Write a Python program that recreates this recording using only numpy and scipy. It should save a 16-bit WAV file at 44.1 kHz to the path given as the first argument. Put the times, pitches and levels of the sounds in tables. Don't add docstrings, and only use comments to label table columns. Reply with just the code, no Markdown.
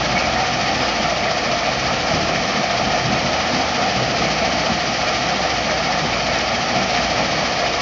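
import sys
import numpy as np
from scipy import signal
from scipy.fft import rfft, irfft
from scipy.io import wavfile
from scipy.ndimage import map_coordinates

SR = 44100
rng = np.random.default_rng(int(sys.argv[2]) if len(sys.argv) > 2 else 0)


def to_wav(s):
    ch = np.atleast_2d(s).T
    pcm = np.round(np.clip(ch, -1, 1) * 32767)
    wavfile.write(sys.argv[1], SR, pcm.astype(np.int16))


N = 344421
TIME = np.arange(N) / SR

JAW_HZ, CONE_HZ, SCREEN_HZ = 4.33, 4.72, 14.31
JAW_CREST_S, CONE_CREST_S, SCREEN_CREST_S = 0.070, -0.006, 0.054


def gain_of(db):
    return 10 ** (np.asarray(db) / 20)


def unit_rms(x):
    return x / np.sqrt(np.mean(x ** 2) + 1e-20)


def at_hz(spectrum, hz):
    f, value = np.transpose(spectrum)
    return np.interp(np.log(hz + 1), np.log(f), value)


def curves(rows):
    times, *columns = np.transpose(rows)
    return [np.interp(TIME, times, column) for column in columns]


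def add(mix, start, sound):
    part = mix[max(round(start * SR), 0):][:len(sound)]
    part += sound[:len(part)]


def wander(hz):
    f = np.fft.rfftfreq(N, 1 / SR)
    return unit_rms(irfft(rfft(rng.standard_normal(N)) / (1 + (f / hz) ** 4), N))


def swell(rise):
    age = np.arange(SR // 2) / SR / rise
    return age * np.exp(1 - age)


def resonate(force, spectrum, size=8192):
    hz = abs(np.fft.fftfreq(size, 1 / SR)) + 1
    octaves_below = np.maximum(np.log2(spectrum[0][0] / hz), 0)
    octaves_above = np.maximum(np.log2(hz / spectrum[-1][0]), 0)
    db = np.maximum(at_hz(spectrum, hz) - 36 * (octaves_below + octaves_above), -100)
    minimum_phase = np.exp(np.conj(signal.hilbert(np.log(gain_of(db)))))
    ring = np.fft.ifft(minimum_phase).real[:size // 2]
    return signal.oaconvolve(force, ring / np.linalg.norm(ring))[:N]


def stones(per_s, spread_db):
    size = gain_of(spread_db * np.minimum(rng.exponential(1, N), 3))
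    return unit_rms(size * rng.choice([-1., 1.], N) * (rng.random(N) < per_s / SR))


def stroke(hz, crest_s, depth_db, uneven, sharp=1.0):
    crest = np.abs(np.cos(np.pi * hz * (TIME - crest_s))) ** (2 * sharp)
    return unit_rms(gain_of(depth_db * crest * (1 + uneven * wander(hz / 2))))


def jaw_crusher():
    # t/s, level/dB
    workload = [(0.15, -28), (0.75, -30), (1.0, -30), (1.3, -29.5), (1.7, -31), (2.2, -28), (2.7, -30),
                (3.1, -27), (3.35, -28.5), (3.75, -29), (4.1, -29), (4.6, -29), (5.0, -30), (5.4, -30),
                (6.0, -29.5), (6.4, -30), (6.95, -30), (7.3, -30.5), (7.8, -30)]
    # t/s,
    # relative level/dB, f/Hz, rise/s
    bites = [(0.059, -23, 126.3, 0.033), (.13, -26, 189, .03), (0.3, -23.5, 121, .03),
             (0.975, -23.5, 213, 0.031), (1.691, -31, 62, .075), (2.118, -17, 159.4, 0.041),
             (2.126, -23, 237, 0.028), (2.54, -24, 209, 0.035), (2.81, -20.5, 127, 0.028),
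             (3.01, -21, 124, .042), (3.06, -21.5, 203, 0.042), (3.22, -26, 189.6, 0.04),
             (3.49, -19, 253, 0.039), (3.52, -23, 151, 0.024), (3.93, -25, 184.6, 0.026),
             (3.969, -22.5, 123.4, 0.036), (4.191, -18.5, 221, 0.017), (4.245, -25, 155.1, 0.016),
             (4.41, -20, 201, 0.023), (4.675, -18.5, 221, 0.024), (5.809, -27.5, 165.3, 0.045),
             (6.0, -23, 150, 0.022), (6.73, -26, 193, .035), (7.62, -22, 123.5, 0.026)]
    # f/Hz, relative level/dB
    frame_colour = [(22, -39.5), (36, -28.5), (50, -11.5), (66, -8.5), (82, 1), (96, -6), (108, -6.5),
                    (118, -0.5), (130, 3), (140, -2.5), (149, -3), (157, 3.5), (170, -1.5), (200, 2.2),
                    (225, -1), (238, -2), (258, 1.5), (272, -3), (305, -1), (400, -6), (620, -37.5)]
    scatter_db, crunch_db, boom_db = 0.6, -10, -4.5
    grinding = stones(per_s=2000, spread_db=1.5) * stroke(JAW_HZ, JAW_CREST_S, depth_db=1, uneven=0.17)
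    load_db = curves(workload)[0] + scatter_db * wander(JAW_HZ / 2)
    force, panels = grinding * gain_of(load_db), np.zeros(N)
    for start, db, hz, rise in bites:
        thud = swell(rise)
        t = np.arange(len(thud)) / SR
        add(force, start, gain_of(db + crunch_db) * thud * rng.standard_normal(len(t)))
        add(panels, start, gain_of(db + boom_db) * thud * np.sin(2 * np.pi * hz * t))
    return resonate(force, frame_colour) + panels


def cone_crusher():
    # t/s, level/dB
    chamber_load = [(0.0, -21.5), (0.35, -23), (0.62, -24), (0.85, -22), (1.15, -23), (1.35, -22.5),
                    (1.75, -23), (2.3, -23), (3.3, -22), (3.7, -21.5), (4.2, -23), (4.65, -22.5),
                    (4.85, -23.8), (5.1, -23), (5.45, -22.5), (5.8, -22.7), (6.3, -22.5), (6.8, -22.5),
                    (7.4, -22.5), (7.8, -22)]
    # t/s, f/Hz
    bowl_pitch = [(0.0, 719), (0.45, 730.4), (0.9, 720), (1.3, 706), (2.1, 707), (2.7, 712.6), (3.3, 729),
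                  (3.9, 722.4), (4.3, 708), (4.9, 717.4), (6.0, 718), (6.4, 715), (7.1, 717), (7.6, 704)]
    # f/Hz, relative level/dB
    bowl_colour = [(300, -27.5), (430, -16.5), (470, -6.5), (560, -5.5), (660, -1.4), (730, -1.8),
                   (772, -2), (800, -5), (890, -7.5), (965, -15), (1220, -7), (1390, -10.5), (1510, -20.5),
                   (1900, -32), (3000, -58.5)]
    # t/s, peak level/dB, f/Hz, rise/s
    cracks = [(.14, -21, 719, 0.023), (.35, -18, 734, 0.023), (.39, -23.5, 767, .025),
              (.69, -18, 781.5, 0.012), (1.04, -18, 712, 0.014), (1.26, -18, 672, 0.012),
              (1.49, -23, 693, 0.023), (1.66, -20, 683, 0.011), (2.106, -20, 640, 0.0085),
              (2.63, -15, 723, 0.007), (2.745, -19, 698, 0.0082), (2.932, -16, 730, 0.0082),
              (3.36, -24, 753, 0.015), (3.59, -23, 702, 0.023), (3.80, -26, 691, .012),
              (3.826, -13, 734, 0.0089), (3.853, -17.5, 768, 0.0058), (3.967, -18, 717, 0.006),
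              (4.41, -20, 668, 0.023), (4.435, -21, 756, 0.019), (4.65, -23.5, 664, .016),
              (5.31, -23, 699, 0.013), (5.705, -21, 617, 0.014), (5.77, -21.5, 661, 0.017),
              (5.885, -17, 731, 0.01), (6.735, -19.5, 732, 0.025), (6.88, -18.5, 730.5, 0.016),
              (6.96, -21, 711, 0.013), (7.6, -23, 711, .016)]
    # f/Hz, relative level/dB
    snap_colour = [(1300, -28), (1590, -10.5), (1680, 0), (1820, 4.5), (1950, 0.5), (2040, -4),
                   (2150, -4.5), (2230, 6.5), (2330, 4), (2520, 4.5), (2590, -7), (2700, -9.5),
                   (3400, -22.5), (6000, -49.5)]
    rest_hz, drift_hz, ring_db = 715, 28, -10.5
    load_db, pitch = curves(chamber_load)[0], curves(bowl_pitch)[0]
    pinch = stroke(CONE_HZ, CONE_CREST_S, depth_db=2.2, uneven=0.1)
    boom = resonate(stones(per_s=4500, spread_db=1.5), bowl_colour)
    bent_boom = map_coordinates(boom, [np.cumsum(pitch / rest_hz)], order=3, mode="mirror")
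    bowl = gain_of(load_db - 0.45) * pinch * bent_boom
    turns = np.cumsum(pitch + drift_hz * wander(29.9)) / SR
    bowl += np.sqrt(2) * gain_of(load_db + ring_db) * np.sin(2 * np.pi * turns)
    for start, db, hz, rise in cracks:
        push = swell(rise)
        t = np.arange(len(push)) / SR
        add(bowl, start, gain_of(db) * push * np.sin(2 * np.pi * hz * t))
    squeeze = stroke(CONE_HZ, CONE_CREST_S, depth_db=3.5, uneven=0.2, sharp=1.1)
    snap_db = -31.5 + 0.3 * (load_db - load_db.mean()) + 0.5 * wander(17)
    snaps = stones(per_s=4500, spread_db=2.5) * squeeze * gain_of(snap_db)
    return bowl + resonate(snaps, snap_colour)


def vibrating_screen():
    # t/s, relative level/dB, rise/s
    spills = [(.17, -32, .025), (.84, -33.5, 0.016), (1.3, -30, .02), (1.37, -29, 0.014), (2.09, -27, .025),
              (2.43, -31, 0.056), (3.51, -28.5, 0.036), (4.15, -29, 0.043), (4.3, -33, 0.019),
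              (4.56, -29, 0.024), (5.05, -32, 0.062), (5.81, -31, 0.031), (6.325, -31, .018),
              (6.92, -27, 0.033), (7.22, -39, .025)]
    # f/Hz, relative level/dB, t60/s
    deck_modes = [(1854, -50, 0.078), (2215, -43.5, 0.14), (2535, -49, 0.098), (3120, -45, 0.055),
                  (3770, -53.5, 0.056), (4560, -49.5, 0.046), (4960, -44, 0.06), (5230, -50, 0.064)]
    # f/Hz, relative level/dB
    gravel_colour = [(700, -17.5), (1500, -0.5), (1850, 5), (2750, 2), (3130, 3.5), (3350, 0), (3580, -1.5),
                     (3780, -0.6), (4030, -1), (4500, 3), (4780, 0.4), (4980, 1.8), (5230, -1.5),
                     (5400, 0.8), (5670, -1.5), (5950, -1), (6230, -7), (6420, -9.5), (7000, -17.5),
                     (7600, -30)]
    # t/s, gain/dB
    deck_load = [(0.0, -0.4), (0.6, -0.5), (0.85, 0.8), (1.2, -1.5), (1.9, -0.2), (2.35, -0.7), (3.1, -0.3),
                 (3.8, -0.05), (4.55, 0), (5.0, 0), (5.8, -0.5), (6.6, -0.3), (6.95, 0), (7.3, 0.2),
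                 (7.8, -0.5)]
    landing = stroke(SCREEN_HZ, SCREEN_CREST_S, depth_db=4.7, uneven=0.1, sharp=2.4)
    hops = stones(per_s=16000, spread_db=1.5) * landing * gain_of(-26.5)
    pour = stones(per_s=18000, spread_db=3.5) * gain_of(-28.5)
    clumps = np.zeros(N)
    for start, db, rise in spills:
        add(clumps, start, gain_of(db) * swell(rise))
    pour += clumps * stones(per_s=2700, spread_db=5.5)
    steel, t = np.zeros(N), np.arange(SR // 4) / SR
    for hz, db, t60 in deck_modes:
        ring = gain_of(-60 * t / t60) * np.sin(2 * np.pi * hz * t)
        strikes = stones(per_s=83, spread_db=4.0) * landing
        steel += gain_of(db) * unit_rms(signal.oaconvolve(strikes, ring)[:N])
    return (resonate(hops + pour, gravel_colour) + steel) * gain_of(curves(deck_load)[0])


def loader_diesel():
    # t/s, f/Hz, level/dB
    firing = [(0.0, 57.5, -32), (0.5, 57.9, -38), (1.05, 55.4, -34), (1.35, 53.1, -43), (1.8, 51.1, -38),
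              (2.35, 46.78, -39.5), (2.62, 46.02, -47), (2.85, 48.5, -38), (3.15, 52.03, -38),
              (3.7, 57.6, -47), (4.28, 61.1, -33.5), (4.7, 60.3, -39), (5.35, 59.6, -39),
              (5.6, 59.3, -34.5), (5.85, 59.7, -39), (6.05, 57.4, -37), (6.35, 56.8, -34), (6.6, 60.5, -41),
              (7.05, 58.5, -33.5), (7.35, 54.63, -43), (7.8, 53, -38)]
    hz, db = curves(firing)
    phase = 2 * np.pi * np.cumsum(hz) / SR
    note = np.sin(phase) + gain_of(-14.5) * np.sin(2 * phase) + gain_of(-9.5) * np.sin(4 * phase)
    return gain_of(db) * note


def drive_motor(hum_hz=238, drift_hz=1.2):
    # t/s, level/dB
    hum_level = [(0.0, -41.5), (1.5, -41.5), (3.1, -39), (4.4, -38.5), (5.4, -42), (6.2, -40), (7.1, -36.5),
                 (7.8, -43)]
    turns = np.cumsum(hum_hz + drift_hz * wander(3)) / SR
    strain = stroke(JAW_HZ, JAW_CREST_S, depth_db=7, uneven=0.2)
    return np.sqrt(2) * gain_of(curves(hum_level)[0]) * strain * np.sin(2 * np.pi * turns)


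def chute_clanks(attack_s=0.0019):
    # t/s, level/dB, base f/Hz, t60/s, roughness 0-1
    knocks = [(.03, -31, 2220, .25, .2), (.154, -25, 2234, 0.2, 0.3), (.165, -26, 1840, 0.069, 0.8),
              (.167, -23.5, 2250, .36, 0.4), (.195, -27, 2540, 0.1, 0.9), (.203, -28, 2267, 0.26, .8),
              (.275, -35, 4700, 0.071, 0.45), (.36, -24.5, 1850, 0.13, 0.7), (.655, -27, 2240, .07, 0.8),
              (1.27, -25, 1900, 0.15, .9), (2.55, -29, 2220, 0.07, .9), (5.705, -25, 1854, 0.074, 0.89),
              (6.129, -22, 2420, 0.084, .9), (6.97, -24, 1860, 0.07, .6), (7.667, -21, 2957, 0.038, .7)]
    # ratio to the base frequency, gain/dB
    plate_modes = [(0.815, -9), (0.998, 5.5), (1.11, -13), (1.369, -20.5), (1.65, -11)]
    out, t = np.zeros(N), np.arange(SR // 3) / SR
    skid = wander(280)
    for start, db, hz, t60, rough in knocks:
        steel = sum(gain_of(mode_db) * np.sin(2 * np.pi * hz * ratio * t) for ratio, mode_db in plate_modes)
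        scrape = 1 - rough / 2 + rough * np.roll(skid, -round(start * SR))[:len(t)]
        envelope = gain_of(db - 60 * t / t60) * (1 - np.exp(-t / attack_s))
        add(out, start, envelope * steel * scrape)
    return out


def stone_chips(rise_s=0.002, jitter_hz=450):
    # t/s, level/dB, centre f/Hz
    ticks = [(4.585, -31, 4400), (4.6, -31, 4600), (6.386, -23, 5550), (6.405, -32, 5500)]
    out, snap = np.zeros(N), swell(rise_s)
    for start, db, hz in ticks:
        turns = np.cumsum(hz + jitter_hz * wander(1500)[:len(snap)]) / SR
        add(out, start, np.sqrt(2) * gain_of(db) * snap * np.sin(2 * np.pi * turns))
    return out


def yard_echo(sound, tails=3, echoes_per_s=2000):
    # f/Hz, t60/s
    decay = [(100, 1), (700, 0.8), (2500, 0.24), (7000, 0.47)]
    out, size = np.zeros(N), SR // 2
    for k in range(tails):
        taps = rng.choice([-1., 1.], size) * (rng.random(size) < echoes_per_s / SR)
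        taps *= np.arange(size) > SR // 100
        hz, t, bands = signal.stft(taps, SR, nperseg=256)
        fade = gain_of(-60 * t / at_hz(decay, hz)[:, None])
        tail = signal.istft(bands * fade, SR, nperseg=256)[1]
        share = np.sqrt(2 / tails) * np.cos(np.pi * (1.288 * TIME + k / tails))
        out += signal.oaconvolve(sound * share, tail / np.linalg.norm(tail))[:N]
    return out


def scene():
    plant = jaw_crusher() + cone_crusher() + vibrating_screen() + chute_clanks() + stone_chips()
    mono = plant + gain_of(-14.0) * yard_echo(plant) + loader_diesel() + drive_motor()
    return np.array([mono, mono])


def record(dry):
    cutoff_hz = 7560
    low_pass = signal.firwin(511, cutoff_hz, window=("kaiser", 9), fs=SR)
    return signal.oaconvolve(dry, low_pass[None], "same")


dry = scene()
out = record(dry)
to_wav(out)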